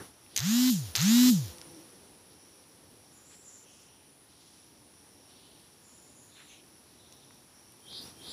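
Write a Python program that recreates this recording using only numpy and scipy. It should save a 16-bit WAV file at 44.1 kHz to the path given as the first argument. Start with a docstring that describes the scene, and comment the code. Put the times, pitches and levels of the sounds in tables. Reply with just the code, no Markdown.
"""On a porch a hand-held phone buzzes twice, close to the microphone: its small unbalanced motor spins up,
knocks and rattles in the case and coasts down. After the second run a cow lows faintly far off, over a faint
distant drone; later chirrs come and go in narrow noise bands, and near the end a bird whistles from the trees.
All along, insects hiss in narrow bands of noise over a soft outdoor floor, with a few dry rustles, hand bumps
and small ticks."""
import sys
import numpy as np
from scipy import signal
from scipy.fft import rfft, irfft
from scipy.io import wavfile
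from scipy.ndimage import uniform_filter1d

SR = 44100
rng = np.random.default_rng(int(sys.argv[2]) if len(sys.argv) > 2 else 0)


def undo_db(level):
    """Turn decibels back into plain size, where 20 dB means ten times bigger."""
    steps = np.asarray(level, float) / 20
    return 10 ** steps


def pcm_store(signal):
    """Save signal as 16-bit PCM."""
    levels = np.round(np.clip(np.atleast_2d(signal), -1, 1) * 32767)
    wavfile.write(sys.argv[1], SR, levels.astype(np.int16).T)


N = 367116


def rms_one(x):
    """Scale to unit rms."""
    return x / np.sqrt(np.mean(x ** 2) + 1e-20)


def in_time(rows, t):
    """Read the columns of a curve at times t."""
    s, *columns = np.transpose(rows)
    return [np.interp(t, s, c) for c in columns]


def at_hz(points, hz):
    """Read a spectrum in dB on a log-frequency axis."""
    point_hz, db = np.transpose(points)
    return np.interp(np.log(hz + 1), np.log(point_hz), db)


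def colour(x, points):
    """Shape x by a spectrum in dB."""
    gain = undo_db(at_hz(points, np.fft.rfftfreq(len(x), 1 / SR)))
    return irfft(rfft(x) * gain, len(x))


def band(x, low_hz, high_hz):
    """Band-pass."""
    edges_hz = [low_hz, min(high_hz, SR / 2 - 1000)]
    return signal.sosfilt(signal.butter(3, edges_hz, "band", fs=SR, output="sos"), x)


def drift(per_s):
    """Slow chance: straight lines between random knots of unit spread, per_s knots a second."""
    knots = rng.standard_normal(1000)
    return np.interp(np.arange(N) / SR * per_s, np.arange(len(knots)), knots)


def ring(clicks, hz, t60):
    """A two-pole resonator: a unit click sets a decaying sine ringing from height 1."""
    r, w = undo_db(-60 / (t60 * SR)), 2 * np.pi * hz / SR
    return signal.lfilter([0, np.sin(w)], [1, -2 * r * np.cos(w), r * r], clicks + 1e-18)


def burst(t, start, rise, length, low_hz, high_hz, db):
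    """A grainy burst of noise that swells and fades in its band."""
    grainy = rng.standard_normal(N) * undo_db(1.8 * drift(70))
    peak_s = start + min(rise, .8 * length)
    swell = np.interp(t, [start, peak_s, start + length], [0, 1, 0]) ** 0.35
    return undo_db(db) * swell * rms_one(band(grainy, low_hz, high_hz))


def phone():
    """Two motor runs, the knocks of the slack rotor as it starts, and small ticks of hand and case."""
    # Each row: current on in seconds, current off in seconds, turns per second once the slack is
    # taken up, top turns per second, spin-up time in seconds.
    runs = [(.361, .701, 18, 258.5, .128), (.952, 1.301, 49, 254.7, .134)]
    # How the hand holds the case, a row for each run: shake in dB at full speed, Hz under which the
    # shake is lost, rattle in dB at full speed, rattle in dB per doubling of speed.
    grips = [(-23.5, 85, -31.5, 7.5), (-19, 114, -28.5, 6)]
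    # The loudest knocks. Each row: time in seconds, peak in dB, ring in Hz.
    knocks = [(0.363, -12, 6440), (0.3654, -9, 6650), (0.3763, -8, 6870), (0.3806, -15, 6160),
              (0.3913, -16, 6370), (0.9533, -11, 4350), (0.9553, -11, 5060), (0.9618, -9, 6070),
              (0.9664, -12, 6980), (0.9795, -16, 4500), (1.004, -17, 4390), (1.0161, -17, 6740),
              (1.0241, -16, 5080), (1.0286, -16, 6270)]
    # Ticks of hand and case. Each row: time in seconds, peak in dB, ring in Hz.
    ticks = [(.264, -43, 2600), (.35, -40, 12500), (.3555, -38, 12500), (1.584, -33, 5950),
             (1.615, -29, 5460), (2.64, -48, 3500), (7.125, -36, 6400), (7.308, -43, 1400),
             (7.345, -43, 14000), (7.722, -41, 14000), (7.929, -39, 6500), (7.93, -42, 1600)]
    buzz = sum(map(motor, runs, grips))
    return buzz + taps(knocks + chatter(), 0.0047, bright=0.18) + taps(ticks, 0.0035, bright=0.007)


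def motor(run, grip):
    """Off-centre weight shakes the case once a turn; brushes and bearing add locked overtones, grains and hiss."""
    # Colour of the case. Each row: frequency in Hz, level in dB per Hz.
    case = [(470, -16), (800, -6.5), (1930, -3), (2130, -8), (3910, -1), (5970, 0.5), (7010, 3.5),
            (7930, -10.5), (10600, -14), (13500, -1), (15500, -15)]
    # Change of colour with the current off. Each row: frequency in Hz, gain in dB.
    coasting_colour = [(500, -16), (2200, -10), (3200, -2), (15000, 5.5)]
    # Overtones at full speed, relative. Each row: multiple of the turn rate, level in dB.
    overtones = [(2, -47), (4, -38.5), (9, -33.5), (12, -29), (17, -26.5), (24, -29), (27, -30), (31, -29),
                 (35, -35.5), (48, -33), (56, -29), (60, -36)]
    # Multiples that stand out, relative. Each row: multiple of the turn rate, level in dB.
    strong = [(8, -31), (12, -27), (14, -26), (15, -26), (16, -22), (19, -26), (21, -22), (23, -27),
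              (28, -28), (30, -25), (38, -33), (40, -30), (45, -34), (50, -34), (53, -32), (55, -29)]
    # Multiples fed by the brushes: each entry is a multiple of the turn rate.
    sparking = (6, 8, 12, 18, 23, 30)
    full_speed_hz, heard_coasting_s = 250, .248
    spark_db = 10  # lift of the brush overtones at standstill, when the current is highest
    on, off, _, top_hz, _ = run
    shake_db, lost_hz, rattle_full_db, rattle_per_doubling_db = grip

    t = np.arange(round(on * SR), round((off + heard_coasting_s) * SR)) / SR
    speed = uniform_filter1d(turning(t, *run), size=250)
    angle = 2 * np.pi * np.cumsum(speed) / SR
    relative = speed / full_speed_hz
    doublings = np.log2(relative)
    left_s = t[-1] - t
    # once the current is off the brushes stop sparking: the overtones blur and the lower rattle dies
    coasting = uniform_filter1d(1. * (t > off), size=300)

    # the shake grows as speed squared
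    shake = undo_db(shake_db) * relative ** 2 / np.sqrt(1 + (lost_hz / speed) ** 6)
    edge_s = 0.035
    shake *= np.clip((t - on) / edge_s, 0, 1) * np.clip(left_s / edge_s, 0, 1)
    driven_db = rattle_full_db + rattle_per_doubling_db * doublings
    coasting_db = np.maximum(-33.5 + 15.5 * doublings, -48.5)
    rattle_db = (1 - coasting) * driven_db + coasting * coasting_db

    current = (1 - coasting) * np.sqrt(np.clip(1 - speed / top_hz, 0, 1))
    locked = np.zeros(len(t))
    for k in range(2, 61):
        db = dict(strong).get(k, np.interp(k, *np.transpose(overtones)))
        db = db + spark_db * current * (k in sparking)
        # each overtone slides under the fixed colour of the case and wavers on its own
        db = db + .6 * (at_hz(case, k * speed) - at_hz(case, k * full_speed_hz))
        db = db + 2 * drift(25)[:len(t)]
        blur = .28 * coasting * drift(120)[:len(t)]
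        locked += undo_db(db) * np.sin(k * angle + rng.uniform(0, 2 * np.pi) + blur)
    locked /= np.sqrt(uniform_filter1d(locked ** 2, size=1300))

    # loose parts hit more often on one side of each turn, 2500 a second on average at full speed
    chance = 2500 * relative * (1 + 0.61 * np.sin(angle)) / SR
    sizes = undo_db(3.5 * np.minimum(rng.exponential(1, len(t)), 4)) * rng.choice([-1, 1], len(t))
    grains = rms_one((rng.random(len(t)) < chance) * sizes)
    hiss = undo_db(-3) * rng.standard_normal(len(t))
    loose = colour(grains + hiss, case)
    loose /= np.sqrt(uniform_filter1d(loose ** 2, size=1300) + 1e-12)

    # locked over loose part; while driven, slack parts rule at low speed
    share = undo_db(3.5) * np.where(coasting > 0, 1, np.sqrt(relative))
    rattle = (share * locked + loose) / np.sqrt(1 + share ** 2)
    rattle = (1 - coasting) * rattle + coasting * colour(rattle, coasting_colour)
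    rattle *= undo_db(rattle_db) * np.clip(0.24 + left_s / 0.093, 0, 1)
    out = np.zeros(N)
    out[round(t[0] * SR):][:len(t)] = shake * np.sqrt(2) * np.sin(angle) + rattle
    return out


def turning(t, on, off, start_hz, top_hz, spin_up_s):
    """Drive against air drag gives a tanh rise; without current the speed decays."""
    coast_s, coast_end_hz = .153, 17.5
    head_start = np.arctanh(start_hz / top_hz)
    driven = top_hz * np.tanh((np.minimum(t, off) - on) / spin_up_s + head_start)
    return driven - (driven - coast_end_hz) * (1 - np.exp(-np.maximum(t - off, 0) / coast_s))


def chatter():
    """Rows of weak knocks, loosely spaced, each on one of two rings of the case."""
    # Weaker knocks between the loud ones. Each row: start in seconds, end in seconds, how many.
    spells = [(.368, .41, 7), (.957, 1.03, 10)]
    rows = []
    for start, end, count in spells:
        for k in range(count):
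            s = start + (end - start) * (k + rng.random()) / count
            rows.append((s, -19.5 + rng.normal(), rng.choice((4100, 6400))))  # seconds, peak dB, ring Hz
    return rows


def taps(rows, t60, bright):
    """Each tap is a crack plus a short ring of the case, with a few weaker bounces."""
    out = np.zeros(N)
    for s, db, hz in rows:
        click = np.zeros(400)
        click[0] = 1
        click[rng.integers(8, 60, 3)] = rng.uniform(0.14, 0.15, 3)
        crack = 2.0 * band(click, 0.24 * hz, 1.6 * hz)
        tap = crack + .5 * ring(click, hz, t60) + bright * ring(click, 13100, t60)
        out[round(s * SR):][:len(tap)] += undo_db(db) * tap / np.abs(tap).max()
    return out


def bumps(t):
    """Soft bumps of the hand: fast-rising bursts of low noise."""
    # Each row: start in seconds, length in seconds, level in dB.
    bump_rows = [(-.012, 0.048, -47), (1.224, 0.13, -44.5), (1.33, 0.036, -60), (7.916, 0.14, -58)]
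    return sum(burst(t, s, 0.013, length, 68, 407, db) for s, length, db in bump_rows)


def bird(t):
    """Rising whistles, smeared by scattering off the trees and repeated by one strong echo."""
    # One rising whistle. Each row: seconds after its start, pitch in Hz, level in dB over the call.
    whistle = [(0, 3080, -14), (.015, 3162, -9), (.045, 3280, -4), (.065, 3750, 1.5), (0.083, 4500, 0.5),
               (.092, 5050, 2), (.1, 5200, -19)]
    # Each row: start of a call in seconds, its level in dB ahead of the trees.
    calls = [(7.819, -51), (8.154, -48.5)]
    trees_t60_s, build_s, depth_s = .8, .09, .16
    dry = np.zeros(N)
    for start, db in calls:
        hz, shape_db = in_time(whistle, t - start)
        sounding = (t > start) * (t < start + whistle[-1][0])
        tone = np.sin(2 * np.pi * np.cumsum(hz) / SR)
        dry += undo_db(db + shape_db + 4.0 * drift(150)) * tone * sounding
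    lag = t[:SR // 2]
    scatter = rng.standard_normal(len(lag)) * (1 - np.exp(-lag / build_s)) * undo_db(-60 * lag / trees_t60_s)
    # echoes arrive in clumps; beyond the near trees less comes back
    scatter *= undo_db(2.5 * drift(120)[:len(lag)]) / (1 + (lag / depth_s) ** 4)
    echoes = undo_db(9) * scatter / np.sqrt(np.sum(scatter ** 2))
    echoes[0] += .4  # the direct path
    echoes[round(.072 * SR)] += undo_db(-7)  # the strong echo
    return signal.fftconvolve(dry, echoes)[:N]


def cow(t):
    """A low moo that sinks in pitch and fades, blurred by distance: each of six overtones wavers in level."""
    # Each row: time in seconds, pitch in Hz, level in dB ahead of the throat.
    moo = [(1.3, 171.3, -53), (1.4, 171, -58.5), (1.6, 170.5, -60), (1.75, 164.2, -58.5), (1.9, 161.4, -66),
           (2.0, 157, -78)]
    # Colour of the throat. Each row: frequency in Hz, gain in dB.
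    throat = [(170, -4), (340, 0), (510, -0.5), (680, -18), (850, -12), (1020, -20)]
    pitch, db = in_time(moo, t)
    angle = 2 * np.pi * np.cumsum(pitch) / SR
    voice = np.zeros(N)
    for k in range(1, 7):
        gain = undo_db(at_hz(throat, k * pitch) + 4 * drift(14))
        voice += gain * np.sin(k * angle + 1.2 * drift(30))
    return voice * undo_db(db) * (t > moo[0][0]) * (t < moo[-1][0])


def chirrs(t):
    """Far chirring: noise in a narrow band that swells over a quarter of its length, then fades."""
    # Each row: start in seconds, length in seconds, centre in Hz, level in dB.
    chirr_rows = [(3.12, 0.27, 7070, -63.5), (3.246, 0.33, 7470, -60.5), (3.432, .22, 7180, -54.5),
                  (3.42, 0.35, 6050, -64), (5.822, 0.46, 7050, -63), (6.145, 0.28, 6800, -64.5),
                  (6.33, 0.26, 7260, -65.5), (6.297, 0.32, 3820, -62), (6.48, 0.11, 6400, -63),
                  (6.949, 0.46, 3730, -66), (8.292, .07, 7370, -53)]
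    half_hz = 770 / 2
    return sum(burst(t, s, 0.24 * length, length, hz - half_hz, hz + half_hz, db)
               for s, length, hz, db in chirr_rows)


def rustles(t):
    """Dry rustles: fast-rising bursts of noise, each in its own band."""
    # Each row: start in seconds, length in seconds, low edge in Hz, high edge in Hz, level in dB.
    rustle_rows = [(-.03, 0.085, 860, 1910, -51.5), (.29, .17, 3020, 5000, -62.5),
                   (2.3, 0.043, 3500, 5170, -62), (3.295, 0.062, 1000, 5000, -61.5),
                   (3.633, 0.52, 2540, 3360, -67.5), (3.68, 0.21, 4800, 7800, -62),
                   (4.283, 0.48, 2880, 6040, -66), (4.39, 0.31, 2940, 7550, -67),
                   (5.276, 0.44, 2800, 4650, -63.5), (6.354, 0.11, 1160, 3570, -57.5),
                   (6.466, 0.15, 2190, 3550, -59.5), (6.84, 0.14, 3600, 4815, -68)]
    return sum(burst(t, s, 0.039, *row) for s, *row in rustle_rows)


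def drone(t):
    """A faint low band of noise swells and fades far off."""
    # One row: start, rise and length in seconds, low edge and high edge in Hz, level in dB.
    far_drone = (1.35, 0.1, 3, 362, 563, -70)
    return burst(t, *far_drone)


def outdoors(t):
    """Coloured noise floor and insect bands of noise, some steady, some pulsing, rising and sinking together."""
    # Colour of the floor. Each row: frequency in Hz, level in dB per Hz.
    floor_colour = [(24, -38), (40, -12), (91, -1.5), (170, -5), (300, -2.5), (430, -7.5), (653, -10.5),
                    (860, -8), (2160, -14.5), (4800, -14), (6640, -18.5), (8520, -19), (11800, -15),
                    (12700, -34), (15500, -19)]
    # How the floor swells and sinks. Each row: time in seconds, level in dB.
    air = [(0, -52), (.05, -52.5), (.13, -60.5), (1.2, -49.5), (1.6, -54), (1.85, -56.5), (2.3, -59.5),
           (3.3, -60), (4.1, -61.5), (5.3, -60), (7.8, -60), (7.92, -56.5), (8.08, -51.5), (8.14, -58),
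           (8.3, -51)]
    # Insect choruses. Each row: centre in Hz, width in Hz, level in dB over the floor level,
    # pulses per second, pulse depth from 0 (steady) to 1.
    insects = [(5657, 570, -9.5, 110, 0.36), (9480, 690, -8.5, 120, 0), (10070, 540, -7.5, 120, 0.16),
               (11170, 580, -17.5, 99, 0)]
    # A high throbbing insect. One row: low edge in Hz, high edge in Hz, dB over the floor level
    # at the start of a throb, fade time in seconds.
    throbbing = (12800, 15500, -12, .04)
    throbs_per_s, first_throb_s = 4.5, .015

    air_db, = in_time(air, t)
    floor = rms_one(colour(rng.standard_normal(N), floor_colour))
    bass = band(floor, 44, 1160)
    out = floor + bass * (undo_db(3 + 1.0 * drift(10.0)) - 1)  # the bass is lifted and wavers
    for hz, width, db, per_s, depth in insects:
        pulses = 1 + depth * np.sin(2 * np.pi * per_s * t + 0.84 * drift(7.2))
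        hiss = rms_one(band(rng.standard_normal(N), hz - width / 2, hz + width / 2))
        out += undo_db(db + 1.6 * drift(4) + 1.6 * drift(14)) * pulses * hiss
    low_hz, high_hz, db, fade_s = throbbing
    since = (t - first_throb_s) % (1 / throbs_per_s)
    throb = uniform_filter1d(np.exp(-since / fade_s), size=600)
    high_hiss = rms_one(band(rng.standard_normal(N), low_hz, high_hz))
    out += undo_db(db + 3.0 * drift(4.5)) * throb * high_hiss
    return undo_db(air_db) * out


def scene():
    """One microphone feeds both channels."""
    t = np.arange(N) / SR
    near = phone() + bumps(t)
    far = bird(t) + cow(t) + chirrs(t) + rustles(t) + drone(t)
    return np.tile(near + far + outdoors(t), (2, 1))


def band_limit(x):
    """A steep low-pass at the top of the band."""
    return signal.sosfilt(signal.butter(12, 16500, fs=SR, output="sos"), x)


def record(dry):
    """The microphone drops the deep bass under 40 Hz; the top is cut steeply, 50 dB down from 15850 Hz."""
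    dry = signal.sosfilt(signal.butter(2, 40, "high", fs=SR, output="sos"), dry)
    dry = signal.sosfilt(signal.cheby2(14, 50, 15850, fs=SR, output="sos"), dry)
    return band_limit(dry)


dry = scene()
out = record(dry)
pcm_store(out)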